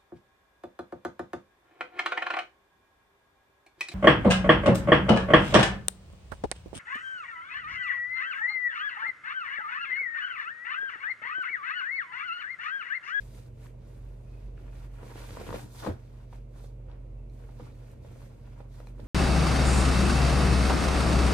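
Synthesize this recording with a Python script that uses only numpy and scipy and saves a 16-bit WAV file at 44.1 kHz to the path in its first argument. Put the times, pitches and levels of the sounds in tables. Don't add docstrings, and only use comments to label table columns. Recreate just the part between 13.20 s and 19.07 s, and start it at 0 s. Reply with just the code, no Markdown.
import sys
import numpy as np
from scipy import signal
from scipy.fft import rfft, irfft
from scipy.io import wavfile
from scipy.ndimage import uniform_filter1d

SR = 44100
rng = np.random.default_rng(int(sys.argv[2]) if len(sys.argv) > 2 else 0)


def persist_wave(psi):
    counts = np.round(np.clip(psi, -1, 1) * 32767).astype(np.int16)
    wavfile.write(sys.argv[1], SR, np.atleast_2d(counts).T)


N = 258867
T = np.arange(N) / SR
HZ = np.maximum(np.arange(N // 2 + 1) * SR / N, 1)

STROKES = [(0, 0.0086, -64, -67.5, -65.5, -59.5), (.05, .06, -74.5, -73, -71.5, -72),
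           (.15, 0.037, -67.5, -68, -65.5, -66.5), (.22, .05, -75, -77.5, -74.5, -72),
           (.4, 0.024, -72, -77, -77, -74), (.445, 0.0087, -67.5, -70, -66, -63),
           (.63, .04, -84.5, -79, -83, -71), (.69, 0.086, -76.5, -78, -75, -67),
           (.82, 0.071, -77, -80, -79, -69.5), (.9, 0.15, -81, -84, -80.5, -73),
           (1.08, 0.19, -75, -78, -79.5, -71), (1.39, 0.093, -71, -78, -78.5, -65.5),
           (1.55, 0.097, -69, -71.5, -71, -63), (1.74, 0.085, -68.5, -76, -73, -63),
           (1.86, 0.11, -63, -67.5, -65, -52.5), (1.99, 0.23, -59, -62, -61, -52),
           (2.27, 0.085, -52.5, -60.5, -60, -49), (2.37, 0.057, -69, -62, -57.5, -55),
           (2.47, 0.05, -80, -73, -75, -76), (2.55, .04, -78, -64.5, -60.5, -60.5),
           (2.6, 0.041, -60, -56, -58.5, -51.5), (2.655, 0.023, -72, -59.5, -60, -42.5),
           (2.8, 0.23, -75.5, -78, -79, -70.5), (3.13, 0.027, -71.5, -72.5, -73, -65.5),
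           (3.155, 0.012, -74, -80, -85, -72), (3.38, 0.018, -71, -70.5, -71, -63),
           (3.44, 0.016, -79, -70.5, -68.5, -61.5), (3.71, 0.022, -75, -81, -94, -59),
           (4.14, 0.25, -80, -78.5, -77, -77), (4.235, 0.055, -76.5, -88, -84, -63),
           (4.405, 0.057, -69.5, -71.5, -73, -57.5), (4.49, 0.19, -74, -77, -76.5, -69),
           (4.7, 0.029, -73, -78, -74, -66), (4.85, 0.12, -70.5, -74, -73.5, -65),
           (5.0, 0.066, -70.5, -72.5, -70, -68), (5.12, 0.095, -78, -80.5, -79, -68.5),
           (5.26, 0.074, -73.5, -77, -78.5, -62.5), (5.39, 0.019, -74, -76.5, -76, -59),
           (5.54, 0.063, -72, -71.5, -71, -64), (5.67, .02, -73, -75.5, -72.5, -70),
           (5.8, 0.085, -73, -75.5, -73.5, -62)]
# level in dB while the cloth only hangs, and pan in dB, left minus right.
HANGING_DB = [-92.5, -97, -87, -77]
LAYER_PAN_DB = [0, -5.5, 5.5, -0.5]
# frequency in Hz, relative density in dB.
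BRUSH_SPECTRUM = [(1060, -18), (1800, -8), (2510, -8.5), (3160, -13.5), (4200, -36), (6000, -56),
                  (14300, -120)]
SWISH_SPECTRUM = [(1800, -60), (2700, -23), (3430, -7.5), (4600, -8.5), (6500, -13), (8450, -37),
                  (14300, -120)]
FIBRE_SPECTRUM = [(3820, -29), (6500, -5), (9260, -2), (11000, -8.5), (12800, -3), (16600, -14.5),
                  (22000, -120)]
CRUMPLE_SPECTRUM = [(180, -40), (300, -2.5), (486, 0), (749, -5), (939, -2), (1290, -9.5), (1420, -6.5),
                    (1690, -13.5), (3500, -25.5), (4550, -60), (7700, -120)]
THUMP_SPECTRUM = [(35, -27), (60, -5.5), (103, -0.5), (151, -4), (296, -4.5), (366, -13.5), (420, -11.5),
                  (550, -29), (920, -120)]
# start in seconds, hold in seconds, level in dB.
SWINGS = [(1.83, 0.15, -56.5), (2.13, 0.13, -46), (2.3, 0.035, -38.5), (2.43, 0.011, -43.5),
          (2.675, 0.016, -33.5), (4.4, 0.092, -52), (5.8, 0.13, -48)]
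# start in seconds, fold level in dB, fold pitch in Hz, edge level in dB,
# edge base pitch in Hz, crack level in dB, pan in dB (left minus right).
SNAPS = [(0.459, -59, 530, -49.5, 1150, -63, 0), (0.466, -59, 530, -52.5, 1850, -66, 0),
         (0.96, -65, 487, -68, 1050, -84, -7), (1.378, -50, 380, -53.5, 1510, -80, -3),
         (1.398, -58, 400, -60, 1410, -68, -3), (1.83, -37.5, 450, -44, 950, -69, -3),
         (1.864, -42, 486, -62, 1050, -80, -1), (1.956, -35, 376, -42.5, 840, -65, -2),
         (2.106, -41, 500, -46, 1410, -47, -1), (2.17, -35, 550, -38, 1160, -63, -2),
         (2.199, -34, 380, -54, 815, -53, -3), (2.213, -34.5, 430, -55, 940, -70, 0),
         (2.266, -42, 493, -54, 1210, -59, -2), (2.277, -47, 503, -49, 1590, -53, -2),
         (2.29, -32, 410, -36, 1100, -58, 1), (2.305, -34, 474, -33.5, 1070, -49, 4),
         (2.327, -30.5, 470, -32, 1106, -50, 1), (2.342, -25, 506, -42, 1040, -59, 1.5),
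         (2.358, -40.5, 368, -40, 890, -50, 10), (2.646, -33, 560, -43, 1150, -65, 9),
         (2.65, -40, 400, -37, 1150, -56, 10), (2.662, -33, 584, -35, 860, -58, 14),
         (2.666, -47, 480, -28, 1006, -56, 8), (2.671, -22, 498, -32.5, 1120, -48, 5),
         (2.676, -34, 390, -37, 856, -65, -7), (2.687, -38, 347, -48, 745, -67, -3),
         (2.699, -33, 457, -59, 1000, -75, -9), (3.127, -52, 430, -44, 940, -69, 0),
         (3.131, -47, 507, -49, 893, -75, -1), (3.441, -45, 490, -63, 980, -80, -15),
         (3.601, -50, 459, -74, 990, -90, -4), (3.684, -48, 448, -56, 990, -77, -5),
         (3.697, -60, 600, -52, 900, -70, -3), (3.714, -62, 600, -54, 1000, -60, -3),
         (4.238, -48.5, 480, -56, 1500, -77, 0), (4.29, -53, 493, -49.5, 780, -70, -8),
         (4.397, -38.5, 490, -45, 980, -70, -5), (4.401, -41, 474, -53, 960, -67, -1),
         (4.407, -46, 426, -49, 1010, -68, -1), (4.847, -42, 540, -48, 815, -75, -4),
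         (4.913, -44, 470, -68, 1000, -88, 1), (4.959, -47, 553, -58, 1200, -80, 0),
         (5.017, -64, 590, -49.5, 1040, -68, 3), (5.403, -40, 517, -42, 810, -68, -4),
         (5.408, -51, 487, -48, 850, -68, -6), (5.602, -41.5, 560, -49, 1405, -72, -1),
         (5.67, -49, 447, -48, 965, -65, 1.5), (5.781, -54, 497, -56, 1050, -76, -3),
         (5.795, -39, 520, -50, 800, -66, -3), (5.8, -51, 520, -53, 915, -55, 0)]
# start in seconds, level in dB, pitch in Hz.
FLAPS = [(2.199, -38, 212), (2.303, -37, 120), (2.333, -38, 65), (2.346, -34, 200), (2.661, -32, 250),
         (2.6763, -25, 240), (2.686, -28, 270), (2.694, -29, 85), (2.707, -35, 100), (4.427, -42, 150)]
# start in seconds, level in dB, tilt in dB per octave.
TICKS = [(4.098, -66, -0.5), (4.7165, -78, 13.5), (5.602, -66, 5.5), (5.671, -51, -4.5)]
# frequency in Hz, relative level in dB, seconds to fall 60 dB.
BUTTON_MODES = [(2420, -0.5, 0.016), (4090, 2, 0.013), (5700, -1.5, 0.0087), (9000, 0.5, .0022),
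                (12300, -7, .0015)]
# start in seconds, hold in seconds, pitch in Hz, level in dB.
WHISTLES = [(1.09, .02, 2490, -78), (1.135, 0.045, 2536, -76), (1.37, .05, 2780, -80),
            (1.53, .03, 2510, -74), (3.98, .01, 2640, -84), (4.025, .012, 2620, -84)]
# multiple of the lowest tone, level in dB.
DRONE_OVERTONES = [(2, -60.5), (3, -64), (4, -80), (5, -65), (6, -75), (7, -75), (8, -79.5), (10, -73),
                   (14, -79)]
# frequency in Hz, relative density in dB.
AIR_SPECTRUM = [(32, -32.5), (55, -0.5), (85, -3.5), (125, -5), (147, -11), (176, -10.5), (231, -13.5),
                (563, -16.5), (757, -29), (951, -32.5), (1680, -45.5), (2300, -40), (2750, -42.5),
                (3100, -48.5), (12800, -60.5), (16600, -84), (22000, -120)]
# frequency in Hz, correlation (-1 to 1).
STEREO_LIKENESS = [(60, 0.96), (250, 0.013), (600, 0), (1200, 0.52), (2500, 0.29), (7000, 0)]
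# frequency in Hz, gain of the side signal in dB.
SIDE_GAIN = [(100, -5.5), (300, -7), (600, 1), (8000, 0.5), (8900, -24), (9200, -32), (10900, -40),
             (11200, -11), (12000, -0.5), (15000, 12.5)]


def cloth_rustle():
    strokes = gestures(STROKES, rise_db_s=222, fall_db_s=218)
    gains = np.hypot(strokes, undb(HANGING_DB)[:, None])
    weave = slips(per_s=2900, spread_db=1.5, fade_s=0.0051)
    brushing = stereo_noise(slips(per_s=900, spread_db=3.5, fade_s=0.0045), BRUSH_SPECTRUM)
    swish = stereo_noise(weave, SWISH_SPECTRUM)
    fibres = stereo_noise(slips(per_s=4500, spread_db=-1.0, fade_s=0.0072), FIBRE_SPECTRUM)
    crumpling = stereo_noise(slips(per_s=300, spread_db=3.0, fade_s=0.0082), CRUMPLE_SPECTRUM)
    layers = (brushing, swish, fibres, crumpling)
    return sum(layer * gain * pan(db) for layer, gain, db in zip(layers, gains, LAYER_PAN_DB))


def panel_thumps():
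    puffs = stereo_noise(slips(per_s=200, spread_db=2.5, fade_s=0.0068), THUMP_SPECTRUM)
    return puffs * gestures(SWINGS, rise_db_s=366, fall_db_s=330)


def crease_snaps():
    out, t = np.zeros((2, N + SR)), T[:SR // 20]
    fold_shape, edge_shape, crack_shape = (pulse(t / peak_s) for peak_s in (0.0013, 0.0012, 0.0013))
    crack_band = signal.butter(3, [1500, 4600], "bandpass", fs=SR, output="sos")
    hisses = 2 * signal.sosfilt(crack_band, rng.standard_normal((len(SNAPS), 2, len(t))))
    settle_band = signal.butter(2, [450, 1800], "bandpass", fs=SR, output="sos")
    settling = 0.2706 * pulse(t / 0.0043) * signal.sosfilt(settle_band, rng.standard_normal(hisses.shape))
    edge_tones = ((1.1, 0.92), (1.7, 0.31), (2.3, 0.091))
    sagging_t = t * np.exp(-35.7 * t)
    for snap, hiss, rough in zip(SNAPS, hisses, settling):
        start, fold_db, fold_hz, edge_db, edge_hz, crack_db, pan_db = snap
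        fold = undb(fold_db) * (fold_shape * sine(fold_hz * t) + rough)
        flick = sum(share * sine(ratio * edge_hz * sagging_t) for ratio, share in edge_tones)
        edge = undb(edge_db) * edge_shape * flick
        crack = undb(crack_db) * crack_shape * hiss
        i = int(start * SR)
        out[:, i:i + len(t)] += pan(pan_db) * (fold + edge + crack)
    return out[:, :N]


def panel_flaps():
    out, t = np.zeros(N + SR), T[:SR // 10]
    cycles_to_peak = 0.51
    for start, db, hz in FLAPS:
        out[int(start * SR):][:len(t)] += undb(db) * pulse(hz * t / cycles_to_peak) * sine(hz * t)
    return out[:N]


def nail_ticks():
    out, t = np.zeros(N + SR), T[:SR // 20]
    for start, db, tilt_db in TICKS:
        for hz, mode_db, t60 in BUTTON_MODES:
            octaves = np.log2(hz / BUTTON_MODES[0][0])
            envelope = undb(db + mode_db + tilt_db * octaves - 60 * t / t60)
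            out[int(start * SR):][:len(t)] += envelope * sine(hz * t)
    return out[:N]


def whistles():
    wavering_t = np.cumsum(1 + 0.009 * wander(150)) / SR
    flicker = wander(70)
    tones = sum(gestures([(start, hold_s, db)], rise_db_s=500, fall_db_s=500)[0] * sine(hz * wavering_t)
                for start, hold_s, hz, db in WHISTLES)
    return np.sqrt(2) * flicker * tones


def bedroom(direct):
    t = T[:SR // 2]
    t60_s, tail_db, gap_s = 0.18, -11, 0.004
    dull_noise = signal.lfilter([1], [1, -.7], rng.standard_normal((2, len(t))))
    tail = dull_noise * undb(-60 * t / t60_s) * (t > gap_s)
    tail /= np.sqrt(np.sum(tail ** 2, axis=1, keepdims=True))
    return direct + undb(tail_db) * signal.fftconvolve(direct, tail, axes=1)[:, :N]


def house_hum():
    motor_hz, beat_s, in_phase_s = 45.68, 2.29, 1.474
    turns = motor_hz * T
    slower_turns = turns - (T - in_phase_s) / beat_s
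    drone = undb(-46.5) * sine(turns) + undb(-53) * sine(slower_turns)
    drone *= undb(1.87 * wander(14))
    for multiple, db in DRONE_OVERTONES:
        drone += undb(db + 0.96 * wander(2.87)) * sine(multiple * turns + rng.random())
    mains = undb(-50) * sine(120.45 * T)
    return np.sqrt(2) * (drone + mains)


def room_air():
    swell = undb(1.2 * wander(5))
    return undb(-51.5) * stereo_noise(swell, AIR_SPECTRUM)


def slips(per_s, spread_db, fade_s):
    releases = rng.random(N) < per_s / SR
    sizes = undb(spread_db * np.minimum(rng.exponential(size=N), 2.5))
    return signal.lfilter([1], [1, -np.exp(-1 / (fade_s * SR))], releases * sizes)


def gestures(rows, rise_db_s, fall_db_s):
    power, t = 0, T[::32]
    for start, hold_s, *db in rows:
        shape_db = np.minimum(0, np.minimum(rise_db_s * (t - start), fall_db_s * (start + hold_s - t)))
        power = power + np.outer(undb(db), undb(shape_db)) ** 2
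    return np.array([np.interp(T, t, gain) for gain in np.sqrt(power)])


def stereo_noise(drive, spectrum):
    likeness = on_hz(STEREO_LIKENESS)
    mid, side = rfft(drive * rng.standard_normal((2, N))) * undb(on_hz(spectrum))
    mid = irfft(mid * np.sqrt(1 + likeness), N)
    side = irfft(side * np.sqrt(1 - likeness), N)
    return np.array([mid + side, mid - side]) / np.sqrt(np.mean(mid ** 2 + side ** 2))


def wander(per_s):
    hold = int(SR / per_s)
    steps = np.repeat(rng.standard_normal(N // hold + 1), hold)
    return 1.33 * uniform_filter1d(uniform_filter1d(steps, hold), hold)[:N]


def on_hz(table):
    hz, value = np.transpose(table)
    return np.interp(np.log(HZ), np.log(hz), value)


def pulse(age):
    return age * np.exp(1 - age)


def pan(left_minus_right_db):
    return undb(np.array([[left_minus_right_db], [-left_minus_right_db]]) / 2)


def sine(turns):
    return np.sin(2 * np.pi * turns)


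def undb(db):
    return 10 ** (np.asarray(db) / 20)


def scene():
    air = room_air()
    close_up = cloth_rustle() + panel_thumps() + crease_snaps() + panel_flaps() + nail_ticks() + whistles()
    return bedroom(close_up) + (house_hum() + air) * pan(-3)


def record(dry):
    mid_lowpass = signal.ellip(10, .2, 60, 12900, fs=SR, output="sos")
    top_lowpass = signal.ellip(10, .2, 70, 15700, fs=SR, output="sos")
    mid = signal.sosfilt(mid_lowpass, dry.mean(axis=0))
    side = irfft(rfft(dry[0] - dry[1]) / 2 * undb(on_hz(SIDE_GAIN)), N)
    return signal.sosfilt(top_lowpass, [mid + side, mid - side])


dry = scene()
out = record(dry)
persist_wave(out)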